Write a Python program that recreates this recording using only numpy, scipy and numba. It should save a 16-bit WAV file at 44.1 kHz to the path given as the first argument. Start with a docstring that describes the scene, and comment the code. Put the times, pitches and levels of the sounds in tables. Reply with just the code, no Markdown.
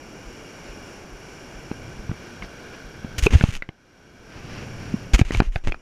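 """A night beach, heard through the housing of a small camera. Surf roars steadily, coloured by the
cavities in front of the microphone; a gusty breeze rumbles on the port and a fisherman's clothes rustle.
Twice the camera is gripped: fingers rub over the case, press air into the port and knock on the plastic,
loud enough to clip; the gain control ducks, and the surf creeps back. Underneath, the swaying camera
bumps softly and its electronics whine."""
import sys
import numpy as np
from scipy import signal
from scipy.fft import rfft, irfft, next_fast_len
from scipy.io import wavfile
from scipy.ndimage import uniform_filter1d
from numba import njit

SR = 44100
rng = np.random.default_rng(int(sys.argv[2]) if len(sys.argv) > 2 else 0)


def transcribe(u):
    """Save the signal u as a 16-bit wav file named by the first command-line argument.

    u: samples, shape (n,) or (channels, n), limited to [-1, 1]; the rate is SR.
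    q: integer samples, one column per channel.
    """
    v = np.clip(np.atleast_2d(u).T, -1, 1)
    q = np.round(v * 32767).astype(np.int16)
    wavfile.write(sys.argv[1], SR, q)


N = 256220


def undb(db):
    """Decibels to gain."""
    return 10 ** (np.asarray(db) / 20)


def unit(x):
    """Scale to rms 1."""
    return x / np.sqrt(np.mean(x ** 2))


def curve(rows):
    """An automation curve through (time, value) points."""
    return np.interp(np.arange(N) / SR, *np.transpose(rows))


def add(track, at, sound):
    """Mix a sound in at a time in seconds."""
    start = int(at * SR)
    track[start:start + len(sound)] += sound[:N - start]


def colour(x, points, lifts=(), tilt_db=0):
    """EQ by a smooth spectrum, resonant lifts and a tilt per octave; comes out at rms 1."""
    size = next_fast_len(len(x))
    f = np.maximum(np.arange(size // 2 + 1) * SR / size, 1)
    hz, db = np.transpose(points)
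    gain_db = np.interp(np.log(f), np.log(hz), db) + tilt_db * np.log2(f)
    for centre, width, lift_db in lifts:
        gain_db += lift_db * .5 ** ((2 * (f - centre) / width) ** 2)
    return unit(irfft(rfft(x, size) * undb(gain_db), size)[:len(x)])


def walk(rate_hz):
    """Smooth random drift at rms 1."""
    k = int(SR / rate_hz)
    steps = np.repeat(rng.standard_normal(N // k + 1), k)
    return unit(uniform_filter1d(uniform_filter1d(steps, k), k)[:N])


@njit
def running_sum(steps, top):
    """Add up steps, staying between zero and a top."""
    out, total = np.empty(len(steps)), 0.
    for i in range(len(steps)):
        total = min(max(total + steps[i], 0.), top)
        out[i] = total
    return out


def stroke(rise, fall, spectrum, grain_db, tilt_db=0, catch=0, hold=0):
    """Friction: countless tiny slips and optional sharp catches, reaching full level mid-buffer."""
    size, grain = 2 ** 15, 32  # samples
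    t = np.arange(-size // 2, size // 2) / SR
    slips = rng.standard_normal(size)
    slips *= undb(grain_db * np.repeat(rng.standard_normal(size // grain), grain))
    catches = (rng.random(size) < 160 / SR) * rng.standard_normal(size)  # about 160 a second
    release = np.maximum(t - hold, 0)
    edge = np.where(t < 0, t / rise, release / fall)
    swell = np.exp(-edge ** 2 / 2 ** .5)
    graze = undb(-14) * np.exp(-np.maximum(-t / .002, release / 0.04))  # faint touch, mostly a tail
    return colour(slips + catch * catches, spectrum, tilt_db=tilt_db) * np.maximum(swell, graze)


def thump(hz, damping):
    """A bump swings the air pressure for a cycle or two; a well damped one is a single push."""
    cycles = hz * np.arange(SR // 4) / SR
    swing = -np.sin(2 * np.pi * cycles) * cycles ** 0.89 * np.exp(-damping * cycles)
    return swing / np.abs(swing).max()


def surf(deep_swell_db=0.3, foam_swell_db=-0.5):
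    """A broad roar whose lows and highs swell apart; the housing recolours it as the camera turns."""
    # surf fader: (time [s], level [dB])
    surf_level = [(0, -42), (.7, -40.5), (1.2, -41.5), (3.15, -41.5), (4.3, -41.5), (4.9, -40.5),
                  (5.12, -43.5), (5.81, -38)]
    # tone of the surf: (frequency [Hz], level [dB])
    surf_spectrum = [(20, -1.5), (100, -2), (350, 0), (600, -5.5), (1000, -10.5), (1900, -15.5),
                     (3800, -26), (6600, -24), (8500, -34.5), (11500, -40.5), (14000, -43), (16000, -52)]
    # housing cavities: (centre [Hz], width [Hz], lift facing the sea [dB], lift turned away [dB])
    cavities = [(1536, 330, 2, 12.5), (2339, 357, 10, 10.5), (2842, 280, 11, 9), (3256, 240, 4.5, 9),
                (3990, 1300, -1.5, 5.5), (4680, 560, 4, 3), (5610, 730, 12, 11), (7140, 450, 7.5, -0.5),
                (10070, 1970, 8, 6)]
    # the camera's turn from the sea: (time [s], share turned away [0-1])
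    turn_away = [(0, 0.22), (1.6, 0.35), (2.5, 0.8), (3.5, 1), (5.81, 0)]
    noise = rng.standard_normal(N)
    facing = colour(noise, surf_spectrum, [(hz, width, db) for hz, width, db, _ in cavities])
    away = colour(noise, surf_spectrum, [(hz, width, db) for hz, width, _, db in cavities])
    roar = facing + curve(turn_away) * (away - facing)
    deep = signal.sosfilt(signal.butter(1, 700, fs=SR, output="sos"), roar)
    foam = roar - deep
    swelling = deep * undb(deep_swell_db * walk(13)) + foam * undb(foam_swell_db * walk(5.9))
    return swelling * undb(curve(surf_level))


def case_knocks(scrape_s=0.0015, chatter_s=0.019, spot_db=11, detune=0.082):
    """A thump of air, then a scraping contact rings the plastic case and chatters out."""
    # knocks on the case: (time [s], thump pitch [Hz], thump level [dB], damping [per cycle],
    # ring level [dB], pitch of the struck spot [Hz])
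    hits = [(1.7148, 242, -15, 2.9, -30.5, 1250), (2.094, 113, -16, 2.5, -39, 1100),
            (2.115, 182, -13.5, 4.4, -33, 1100), (2.4231, 202, -32, 0.94, -22, 2160),
            (3.047, 193, -17, 3.5, -36, 1054), (3.263, 134, -3.5, 10.5, -20, 1200),
            (3.267, 417, -7, 0.82, -3.5, 2170), (3.352, 82.4, 10.5, 2.4, -26, 2710),
            (3.4099, 145, 3, 2.4, 3, 1450), (3.439, 116, 19, 7.2, 1, 1150),
            (3.488, 97, 4.5, 3.6, -46, 1210), (3.6228, 136, -29, 3, 0.5, 2120),
            (3.69, 140, -7.5, 3.6, -7.5, 2500), (4.941, 209, -11, 1.8, -58, 1100),
            (5.193, 286, -4.5, 1.26, -6.5, 2280), (5.214, 95.4, 10, 4.1, -2.5, 3160),
            (5.3079, 270, 4, 4, -1, 2100), (5.348, 97.5, -1, 1.2, 4, 2160),
            (5.403, 172, 18, 8.2, 8.5, 1640), (5.4208, 164, 8, 8.9, -15, 1220),
            (5.559, 73, 7.5, 7.7, 3.5, 1590), (5.7219, 201, -6, 7.1, 3, 2180),
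            (5.744, 200, -22, 2.7, -5.5, 1550)]
    # modes of the case: (frequency [Hz], level [dB], t60 [s])
    case_modes = [(390, -4, 0.012), (820, -2.5, 0.0095), (1240, -12.5, 0.0092), (1565, 10.5, 0.0081),
                  (2200, 11, 0.0098), (2640, 1, 0.013), (3700, 7, 0.0077), (5430, 11, 0.0041),
                  (6660, -7, .0026), (8800, -15, 0.0053), (12800, 2, .002)]
    out, t = np.zeros(N), np.arange(SR // 16) / SR
    fingertip = signal.butter(4, 3500, fs=SR, output="sos")
    for at, thump_hz, thump_db, damping, ring_db, spot_hz in hits:
        add(out, at - .001, thump(thump_hz, damping) * undb(thump_db))
        scrape = 0.29 * np.exp(-t / scrape_s)
        chatter = 0.015 * np.exp(-t / chatter_s)
        contact = rng.standard_normal(len(t)) * (scrape + chatter)
        contact[0] += 1  # the impact itself
        soft = signal.sosfilt(fingertip, contact)
        body, ring, tick = np.zeros((3, len(t)))
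        for hz, mode_db, t60 in case_modes:
            # the struck spot favours the modes near its pitch
            favour_db = spot_db * np.exp(-(np.log2(hz / spot_hz) / 0.19) ** 2)
            pitch = hz * (1 + detune * rng.standard_normal())
            band = body if hz < 1400 else ring if hz < 4000 else tick
            band += undb(mode_db + favour_db - 60 * t / t60) * np.sin(2 * np.pi * pitch * t)
        body_db = (thump_db + ring_db) / 2 - 4
        # the fingertip softens all but the highest modes
        for push, band, db in (soft, body, body_db), (soft, ring, ring_db), (contact, tick, ring_db - 24):
            sound = signal.fftconvolve(push, band)[:len(t)]
            add(out, at, sound / np.abs(sound).max() * undb(db))
    return out


def finger_rubs():
    """Gritty skin slides on plastic beside the port; each finger pushes air in as it lands."""
    # finger slides: (start [s], hold [s], hiss level [dB], tilt [dB/octave],
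    # push pitch [Hz], push level [dB])
    rubs = [(3.183, 0.0035, -23, 4, 68, -19), (3.226, 0.035, -29, 3.5, 46, -8),
            (3.307, 0.026, -17.5, -1, 25, -8), (3.335, 0.016, -7.5, -1, 64, 2.5),
            (3.367, 0.14, -19.5, 1, 37, -8), (3.525, 0.037, -19, 1.5, 15, -5),
            (5.1356, 0.014, -17.5, 1, 45, -1), (5.182, 0.029, -24.5, 1.5, 20, -19),
            (5.25, 0.053, -24, .5, 27, -3.5), (5.321, 0.033, -12, 0, 39, -7),
            (5.372, 0.022, -18.5, 1.3, 38.4, 6.5), (5.423, 0.042, -24, 0, 15.6, -5),
            (5.471, 0.0087, -27, -1, 28.5, 4.5), (5.522, 0.055, -29.5, 1, 12.8, -5),
            (5.639, 0.02, -21.5, -0.5, 16.8, 3), (5.674, 0.014, -0.5, -2.5, 45, 2.5)]
    # tone of skin on plastic: (frequency [Hz], level [dB])
    skin_spectrum = [(60, 15.5), (250, 9), (600, -2), (1150, -2.5), (1900, 0.5), (2900, 1.5), (3600, -8),
                     (5200, -11), (6500, -8), (7600, -16.5), (10000, -22.5), (13000, -30), (15500, -38)]
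    out = np.zeros(N)
    for at, hold, db, tilt_db, push_hz, push_db in rubs:
        hiss = stroke(.001, 0.01, skin_spectrum, grain_db=1, tilt_db=tilt_db, catch=13, hold=hold)
        add(out, at - len(hiss) / 2 / SR, hiss * undb(db))
        add(out, at, thump(push_hz, damping=2.6) * undb(push_db))
    return out


def wind(breeze_db=-63, rumble_db=0.5, buffet_db=1.5, flutter_db=0.3):
    """A breeze and its gusts: large eddies rumble on the port; smaller ones flutter above them."""
    # gusts over the breeze: (peak time [s], width [s], level [dB])
    gusts = [(1.94, 0.26, -44.5), (2.43, .05, -49), (3.35, 0.36, -42), (4.75, 0.56, -41.5)]
    # tone of the large eddies: (frequency [Hz], level [dB])
    rumble_spectrum = [(10, 2), (26, 0), (60, -2), (90, -4), (200, -7.5), (600, -66)]
    # tone of the small eddies: (frequency [Hz], level [dB])
    buffet_spectrum = [(20, -20), (70, -8), (120, -1.5), (200, -9), (330, -19), (700, -33), (2000, -70)]
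    t = np.arange(N) / SR
    force = undb(breeze_db) + sum(undb(db) * np.exp(-((t - at) / width) ** 2) for at, width, db in gusts)
    rumble = colour(rng.standard_normal(N), rumble_spectrum) * undb(rumble_db)
    buffet = colour(rng.standard_normal(N), buffet_spectrum) * undb(flutter_db * walk(25) + buffet_db)
    return (rumble + buffet) * force


def clothes_rustle():
    """Cloth slides softly as the fisherman moves."""
    # his movements: (peak time [s], rise [s], fall [s], level [dB])
    rustles = [(0.693, 0.05, 0.028, -46), (2.272, 0.07, 0.019, -49.5), (2.433, .0054, 0.021, -40.5),
               (2.744, 0.011, .011, -42.5), (4.37, 0.067, 0.04, -41), (4.57, .14, 0.1, -40),
               (4.851, .08, .2, -45)]
    # tone of the cloth: (frequency [Hz], level [dB])
    cloth_spectrum = [(50, 5), (300, 8), (1000, -1.5), (2000, 0), (2800, 0.5), (3400, -11), (5600, -6),
                      (7500, -26), (15000, -42)]
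    out = np.zeros(N)
    for at, rise, fall, db in rustles:
        swish = stroke(rise, fall, cloth_spectrum, grain_db=2)
        add(out, at - len(swish) / 2 / SR, swish * undb(db))
    return out


def camera_sway(count=7, start_s=.256, period_s=.431, level_db=-34.5):
    """The camera sways at an even pace, each time with a soft deep bump."""
    out = np.zeros(N)
    for k in range(count):
        add(out, start_s + k * period_s, thump(hz=39.6, damping=1.7) * undb(level_db))
    return out


def electronics_whine(pitch_hz=12920, wobble_hz=45, frame_hz=30, pulse_db=6, level_db=-74.5):
    """The camera's electronics whine faintly, pulsing with each frame."""
    phase = 2 * np.pi * np.cumsum(pitch_hz + wobble_hz * walk(300)) / SR
    pulse = np.cos(2 * np.pi * frame_hz * np.arange(N) / SR)
    return unit(np.sin(phase) * undb(pulse_db * pulse)) * undb(level_db)


def scene():
    """Beach, wind and handling at one microphone."""
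    beach = surf() + wind()
    handling = camera_sway() + clothes_rustle() + finger_rubs() + case_knocks()
    return (beach + handling + electronics_whine())[None]


def gain_control(x, trip_db=-16.5, deepest_db=17., duck_db_per_s=128, recover_db_per_s=21, sense_s=0.037):
    """The gain falls fast while the sound is too loud, and creeps back afterwards."""
    memory = np.exp(-1 / (sense_s * SR))
    power = signal.lfilter([1 - memory], [1, -memory], x ** 2)
    too_loud = np.clip(power / undb(trip_db) ** 2 - .5, 0, 1)
    cut_steps_db = (too_loud * duck_db_per_s - (1 - too_loud) * recover_db_per_s) / SR
    return x * undb(-running_sum(cut_steps_db, deepest_db))


def record(dry, low_cut_hz=9, top_hz=15600):
    """The microphone leaks steady pressure; the gain ducks; hard bumps still clip; the top is cut off."""
    low_cut = signal.butter(1, low_cut_hz, "high", fs=SR, output="sos")
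    high_cut = signal.ellip(10, .2, 80, top_hz, fs=SR, output="sos")
    ducked = gain_control(signal.sosfilt(low_cut, dry[0]))
    return signal.sosfilt(high_cut, np.clip(ducked, -1, 1))[None]


dry = scene()
out = record(dry)
transcribe(out)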